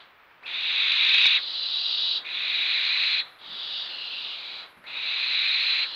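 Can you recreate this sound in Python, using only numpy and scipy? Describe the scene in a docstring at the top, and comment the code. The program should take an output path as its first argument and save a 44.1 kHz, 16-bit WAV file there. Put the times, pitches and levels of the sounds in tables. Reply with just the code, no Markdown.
"""Begging owlets at a nest box

Young barn owls beg at night beside a wooden nest box, near a small weatherproof camera.
One owlet close by rasps three times; a sibling further along the perch and one in the box answer in the pauses.
Each rasp is noise ringing four throat resonances; clear whistles and beak clicks mark some calls.
Claws knock the perch, wall and yard give an echo, and the night air is a soft hush.
The camera gates its noise in the pauses and overloads on the loudest call."""
import sys
import numpy as np
from scipy import signal
from scipy.fft import rfft, irfft, next_fast_len
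from scipy.io import wavfile
from scipy.ndimage import uniform_filter1d

SR = 44100
rng = np.random.default_rng(int(sys.argv[2]) if len(sys.argv) > 2 else 0)


def master_out(mix):
    """Clip the mix to full scale and print it as 16-bit PCM to the path in sys.argv[1]."""
    frames = np.transpose(np.atleast_2d(mix))
    ceiling = np.clip(frames, -1, 1)
    pcm = np.round(ceiling * 32767).astype(np.int16)
    wavfile.write(sys.argv[1], SR, pcm)


N = 262395

# colour of the near owl's calls: its open beak, then the camera microphone's steep fall above 5 kHz: hz,
# level_db
NEAR_COLOUR = [(150, -34.5), (500, -27.5), (1000, -5), (2000, -0.5), (2900, -1.5), (3090, -4.5),
               (3280, -2), (4280, -1.5), (4420, -8), (4750, -8.5), (5200, -21.5), (6350, -20.5),
               (6850, -30), (8500, -38), (10500, -60.5)]


def gain_of(db):
    """Decibels to a gain."""
    return 10 ** (np.asarray(db) / 20)


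def evened(x):
    """Scales to an rms of 1."""
    return x / np.sqrt(np.mean(x ** 2) + 1e-20)


def add(mix, start_s, sound):
    """Mixes a sound in at start_s."""
    part = mix[round(start_s * SR):][:len(sound)]
    part += sound[:len(part)]


def coloured(x, points):
    """Filters by a spectrum of (hz, db) points, interpolated over log frequency."""
    size = next_fast_len(len(x) + 4096)
    points_hz, points_db = np.transpose(points)
    hz = np.fft.rfftfreq(size, 1 / SR)
    db = np.interp(np.log(hz + 1), np.log(points_hz + 1), points_db)
    return irfft(rfft(x, size) * gain_of(db), size)[:len(x)]


def resonate(x, hz, width_hz):
    """Shifts the curve hz down to zero, smooths, and shifts back: a resonance of gain 1."""
    turn = np.exp(2j * np.pi * np.cumsum(hz * np.ones(len(x))) / SR)
    pole = np.exp(-np.pi * width_hz / SR)
    smooth = signal.lfilter([1 - pole], [1, -pole], x / turn + 1e-18)
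    return 2 * (turn * smooth).real


def drift(length, seconds):
    """Smooth chance of rms 1 that changes within the given time."""
    span = max(int(seconds * SR), 2)
    once = uniform_filter1d(rng.standard_normal(length), span)
    return evened(uniform_filter1d(once, span))


def ring(modes):
    """A tap's ring: dying sines from (hz, db, t60_s), peak 1."""
    t = np.arange(SR // 4) / SR
    out = sum(gain_of(db - 60 * t / t60_s) * np.sin(2 * np.pi * hz * t) for hz, db, t60_s in modes)
    return out / abs(out).max()


def night():
    """Night air through the microphone port: a smooth, broad hush with a slow swell."""
    # hush spectrum: hz, level_db (per Hz)
    air_spectrum = [(20, -27), (120, -15.5), (250, -10), (600, -4.5), (1300, 0), (2300, -2.5),
                    (3200, -10.5), (4200, -16.5), (5000, -24), (6500, -37.5), (9000, -51)]
    level_db = -48 + .5 * drift(N, 0.17)
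    return gain_of(level_db) * evened(coloured(rng.standard_normal(N), air_spectrum))


def flicker():
    """Twice-resonated noise: faint high bands that come and go in the pauses."""
    # treble bands: start_s, end_s, centre_hz, width_hz (each pass), level_db
    bands = [(0., .45, 15200, 2530, -79), (3.223, 3.443, 11400, 3530, -74.5),
             (4.65, 4.883, 11100, 3500, -73.5)]
    mix = np.zeros(N)
    for start_s, end_s, hz, width_hz, db in bands:
        length = int((end_s - start_s) * SR)
        once = resonate(rng.standard_normal(SR)[:length], hz, width_hz)
        band = evened(resonate(once, hz, width_hz))
        level = gain_of(db + 1.5 * drift(SR, 0.016)[:length])
        add(mix, start_s, level * band * signal.windows.tukey(length, .4))
    return mix


def perch():
    """Each shift of the claws is a short rub that rings the wooden bar."""
    # claw shifts: start_s, peak_db, length_s (of the rub)
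    knocks = [(.53, -53, .05), (2.0, -56, .05), (3.45, -52, .12), (4.745, -46, .08)]
    # modes of the bar: hz, level_db, t60_s
    bar_modes = [(190, 0, .1), (245, -1, .1), (330, -9, .05)]
    mix = np.zeros(N)
    for start_s, peak_db, length_s in knocks:
        length = int(length_s * SR)
        rub = rng.standard_normal(SR // 4)[:length] * np.hanning(length)
        knock = signal.fftconvolve(rub, ring(bar_modes))
        add(mix, start_s, gain_of(peak_db) * knock / abs(knock).max())
    return mix


def wall(x):
    """Sparse reflections from boards and thatch; their paths change as the owls sway."""
    wall_t60_s, yard_t60_s, yard_db = 0.13, 1.0, -20  # yard re wall
    path_count, path_s = 6, .05
    at = np.arange(200, 3 * SR // 4 - 20, 20)
    decay = gain_of(-60 * at / SR / wall_t60_s)
    decay = decay + gain_of(yard_db - 60 * at / SR / yard_t60_s)  # quieter and longer
    t = np.arange(N) / SR
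    out = np.zeros(N)
    for k in range(path_count):
        taps = np.zeros(3 * SR // 4)
        taps[at + rng.integers(0, 20, len(at))] = rng.choice([-1., 1.], len(at)) * decay
        tail = coloured(taps, [(1000, -14.5), (2500, 2.5), (3600, 10.0), (4500, 5), (6000, -9.5)])
        # cyclic crossfade from each path to the next
        away = abs((t / path_s - k) % path_count - path_count / 2)
        share = np.cos(np.pi / 2 * np.minimum(away, 1))
        out += signal.oaconvolve(x * share, tail / np.linalg.norm(tail))[:N]
    return out


def beak_click():
    """The beak clicks open: a scrape of a few milliseconds rings its modes; peak 1."""
    # beak modes: hz, level_db, t60_s
    beak_modes = [(1050, 0, .012), (1900, -2, .004), (2800, -2, .004), (3900, -3, .005)]
    scrape = rng.standard_normal(250) * np.exp(-np.arange(250) / 110.0)
    click = signal.fftconvolve(scrape, ring(beak_modes)[:1500])
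    click = coloured(click, [(300, -17.5), (900, 1.0), (4400, -4.5), (5200, -33)])
    return click / abs(click).max()


def whistle(length_s, from_hz, to_hz, glide_s, db):
    """At low air pressure the membranes swing evenly: a short glide."""
    octave_db = -12  # second partial
    t = np.arange(0, length_s, 1 / SR)
    hz = to_hz + (from_hz - to_hz) * np.exp(-t / glide_s)
    phase = 2 * np.pi * np.cumsum(hz) / SR
    tone = np.sin(phase) + gain_of(octave_db) * np.sin(2 * phase)
    return gain_of(db) * tone * signal.windows.tukey(len(t), .25)


def throat_band(length, hz, width_hz, wander, focus):
    """Noise in a wandering resonance: a narrow ridge on a broad skirt."""
    hz = hz * (1 + wander * drift(length, 0.0054))
    skirt = evened(resonate(rng.standard_normal(length), hz, width_hz))
    ridge = evened(resonate(skirt, hz, width_hz / 2))
    return evened(skirt + focus * ridge)


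def rasp(owl, length_s, top_db, rise_db, swell_s, climb_db_per_s, dying_db_per_s, pipe_hz,
         beak0_hz, beak1_hz, late_db, shares_db, colour, widths, gullet_hz, upper_hz, wander):
    """Membranes flap chaotically; their noise rings four unsteady throat resonances. Effort builds, climbs, dies."""
    # share change with effort, by owl: pipe, gullet, upper (dB per dB below top effort)
    soft_shares = dict(near=(0.25, 0.26, -.3), far=(-0.56, 0.05, -0.57), box=(.1, .1, -.1))
    # drop of the windpipe resonance as a call dies, by owl: slacken_hz_per_s
    slacken_hz_per_s = dict(near=45000, far=3000, box=0)
    # windpipe resonance rises early, sags mid-call, recovers: call_share (0-1), shift_hz
    pipe_arch = [(0, -50), (.16, 80), (.58, -60.5), (.92, 39.5), (1, 29.5)]
    silent_db, slack_hz = 36, 1100  # dying range, lowest windpipe resonance
    sag_db, sag_s = 2.5, 0.058  # breath runs short just before the end
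    fade_s, flutter_db, flutter_s = 0.0045, .4, 0.0017

    t = np.arange(0, length_s + silent_db / dying_db_per_s, 1 / SR)
    left_s = np.maximum(length_s - t, 0)
    dying_s = np.maximum(t - length_s, 0)
    swell = np.exp(-t / swell_s)
    below_db = rise_db * swell + climb_db_per_s * left_s
    effort_db = top_db - below_db - sag_db * np.exp(-left_s / sag_s) - dying_db_per_s * dying_s

    pipe_db, gullet_db, upper_db = (db + k * below_db for db, k in zip(shares_db, soft_shares[owl]))
    gullet_db = gullet_db - late_db * swell

    pipe_hz = pipe_hz + np.interp(t / length_s, *np.transpose(pipe_arch))
    pipe_hz = np.maximum(pipe_hz - slacken_hz_per_s[owl] * dying_s, slack_hz)
    beak_hz = np.interp(t, [0, length_s], [beak0_hz, beak1_hz])
    centres_hz = (pipe_hz, beak_hz, gullet_hz, upper_hz)
    pipe, beak, gullet, upper = (throat_band(len(t), hz, width_hz, wander, focus=0.23)
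                                 for hz, width_hz in zip(centres_hz, widths))
    voice = gain_of(pipe_db) * pipe + gain_of(gullet_db) * gullet
    voice = voice + gain_of(-2.5) * beak + gain_of(upper_db) * upper

    edges = np.clip(np.minimum(t, t[-1] - t) / fade_s, 0, 1)
    level = gain_of(effort_db + flutter_db * drift(len(t), flutter_s))
    return coloured(level * voice * edges, colour)


def surges():
    """Gain curve: the loudest call swells in short surges, each about six milliseconds long."""
    # surges, adding in dB where they overlap: centre_s, gain_db
    surge_rows = [(.921, 4), (1.093, 3), (1.145, 5), (1.184, 5), (1.198, 5), (1.216, 6), (1.244, 7),
                  (1.258, 6), (1.269, 6)]
    t = np.arange(N) / SR
    return gain_of(sum(db * np.exp(-((t - s) / .003) ** 2) for s, db in surge_rows))


def owls():
    """All calls, each through its owl's throat and beak and the camera microphone, with whistles and beak
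    clicks."""
    # throats: widths (Hz: windpipe, beak, gullet, upper rasp), gullet_hz, upper_hz, wander (0-1)
    near_throat = dict(widths=(503, 288, 360, 409), gullet_hz=3487, upper_hz=4680, wander=0.017)
    far_throat = dict(widths=(300, 280, 465, 650), gullet_hz=3450, upper_hz=4620, wander=0.014)
    box_throat = dict(widths=(450, 350, 500, 500), gullet_hz=3330, upper_hz=4540, wander=0.015)
    # colour of the far and boxed owls' calls, including the camera microphone's treble fall: hz, level_db
    far_colour = [(500, -44), (2000, -21), (2450, -6), (2700, -2.5), (3200, -1), (4700, -1.5), (5500, -16),
                  (6500, -26.5), (7300, -42.5), (8300, -32.5), (9300, -31.5), (10300, -51)]
    box_colour = [(500, -40), (1800, -21.5), (2150, 7.5), (3000, 2.5), (4700, -1), (5300, -15), (6500, -18),
                  (11000, -50)]
    # calls: owl, start_s, length_s (to the dying), top_db (effort at the end, before the sag),
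    # rise_db (start below top), swell_s, climb_db_per_s, dying_db_per_s, pipe_hz, beak0_hz, beak1_hz,
    # late_db (gullet below its share at first), pipe_db, gullet_db, upper_db (shares at top effort)
    calls = [ ("box", 0., 0.0031, -44.5, 0, .1, 0, 190, 3100, 3600, 3900, 0, -10.5, -2.7, -18),
             ("near", .457, 0.913, -17.5, 14.2, 0.14, 8.4, 614, 2510, 3810, 3820, 0, -4.5, -6.5, -21.5),
             ("far", 1.38, 0.8, -22, 9.7, 0.36, 0, 700, 2880, 3990, 3845, 1, -12, -9, -9),
             ("near", 2.244, .96, -21, 14.3, 0.12, 3.9, 880, 2447, 3810, 4014, 0.96, -5.5, -9, -22),
             ("far", 3.385, 0.46, -30.5, 12.8, 0.097, 14, 150, 2910, 3820, 3780, 1, -6.5, -2.5, -6),
             ("far", 3.89, 0.45, -35, 2.5, 0.094, -1.3, 200, 2800, 4170, 3880, 23, 0, -2.5, -15.5),
             ("box", 4.24, .37, -37, 13, 0.061, 2.4, 164, 2430, 3960, 3940, 1, -14, -8.5, -18),
             ("near", 4.862, 0.98, -21, 18.7, 0.13, 4, 540, 2483, 3900, 4020, 3, -5.5, -11, -19.5),
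             ("far", 5.85, .1, -31.5, 2, 0.071, 3, 500, 2880, 3980, 4050, 0, -8, -8.5, -22), ]
    # whistles as a call starts or dies: start_s, length_s, from_hz, to_hz, glide_s, level_db (before colour)
    glides = [(.43, .034, 1200, 2680, .0055, -40), (2.24, .022, 2100, 2500, .006, -47),
              (4.842, .034, 1200, 2230, .007, -43), (5.836, .026, 2400, 900, .02, -50)]
    # clicks before a call: start_s, peak_db
    clicks = [(.427, -36), (4.841, -36)]
    voices = dict(near=(NEAR_COLOUR, near_throat), far=(far_colour, far_throat),
                  box=(box_colour, box_throat))
    mix = np.zeros(N)
    for owl, start_s, *shape, pipe_db, gullet_db, upper_db in calls:
        colour, throat = voices[owl]
        add(mix, start_s, rasp(owl, *shape, (pipe_db, gullet_db, upper_db), colour, **throat))
    mix *= surges()
    for start_s, *glide in glides:
        add(mix, start_s, coloured(whistle(*glide), NEAR_COLOUR))
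    for start_s, peak_db in clicks:
        add(mix, start_s, gain_of(peak_db) * beak_click())
    return mix


def scene():
    """Owls, wall, perch and night air."""
    wall_db = -18
    birds = owls()
    return (birds + gain_of(wall_db) * wall(birds) + perch() + night())[None]


def record(dry):
    """A noise gate lowers the quiet moments; then limiter, clipping, amplifier noise and the band limit."""
    # amplifier's own low noise: hz, level_db (per Hz)
    rumble_spectrum = [(15, -9.5), (55, -4), (150, -3.5), (400, -22.5), (2000, -64)]
    gate_db, gate_depth_db, gate_lag_s = -44.5, 8.5, .04
    limit_knee, limit_room, clip_level, bias_slip = .2, .115, .303, 7.
    hiss_db, hiss_depth_db, rumble_db, edge_hz = -72.5, 11.5, -78, 15700

    power_db = 10 * np.log10(abs(uniform_filter1d(dry[0] ** 2, 700)) + 1e-12)
    quiet = 1 / (1 + np.exp(np.clip((power_db - gate_db) / 1.2, -50, 50)))
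    quiet = uniform_filter1d(quiet, 300)
    keep = np.exp(-1 / (gate_lag_s * SR))
    lagged = signal.lfilter([1 - keep], [1, -keep], quiet, zi=[.6])[0]
    shut = np.minimum(quiet, lagged)  # opens at once, closes slowly
    gated = dry * gain_of(-gate_depth_db * shut)

    # fast limiter rounds off the swells
    swing = abs(signal.hilbert(gated, next_fast_len(N))[:, :N]) + 1e-9
    over = np.maximum(swing - limit_knee, 0)
    held = gated * (1 - (over - limit_room * np.tanh(over / limit_room)) / swing)

    # each overload shifts the amplifier's bias: a low bump
    loud = np.clip(held, -clip_level, clip_level)
    overload = uniform_filter1d(abs(held - loud), 40)
    loud -= bias_slip * uniform_filter1d(overload, 40)

    hiss = gain_of(hiss_db - hiss_depth_db * shut) * rng.standard_normal(N)
    rumble = gain_of(rumble_db) * evened(coloured(rng.standard_normal(N), rumble_spectrum))
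    band_limit = signal.firwin(511, edge_hz, window=("kaiser", 9), fs=SR)
    return signal.oaconvolve(loud + hiss + rumble + flicker(), band_limit[None], "same")


dry = scene()
out = record(dry)
master_out(out)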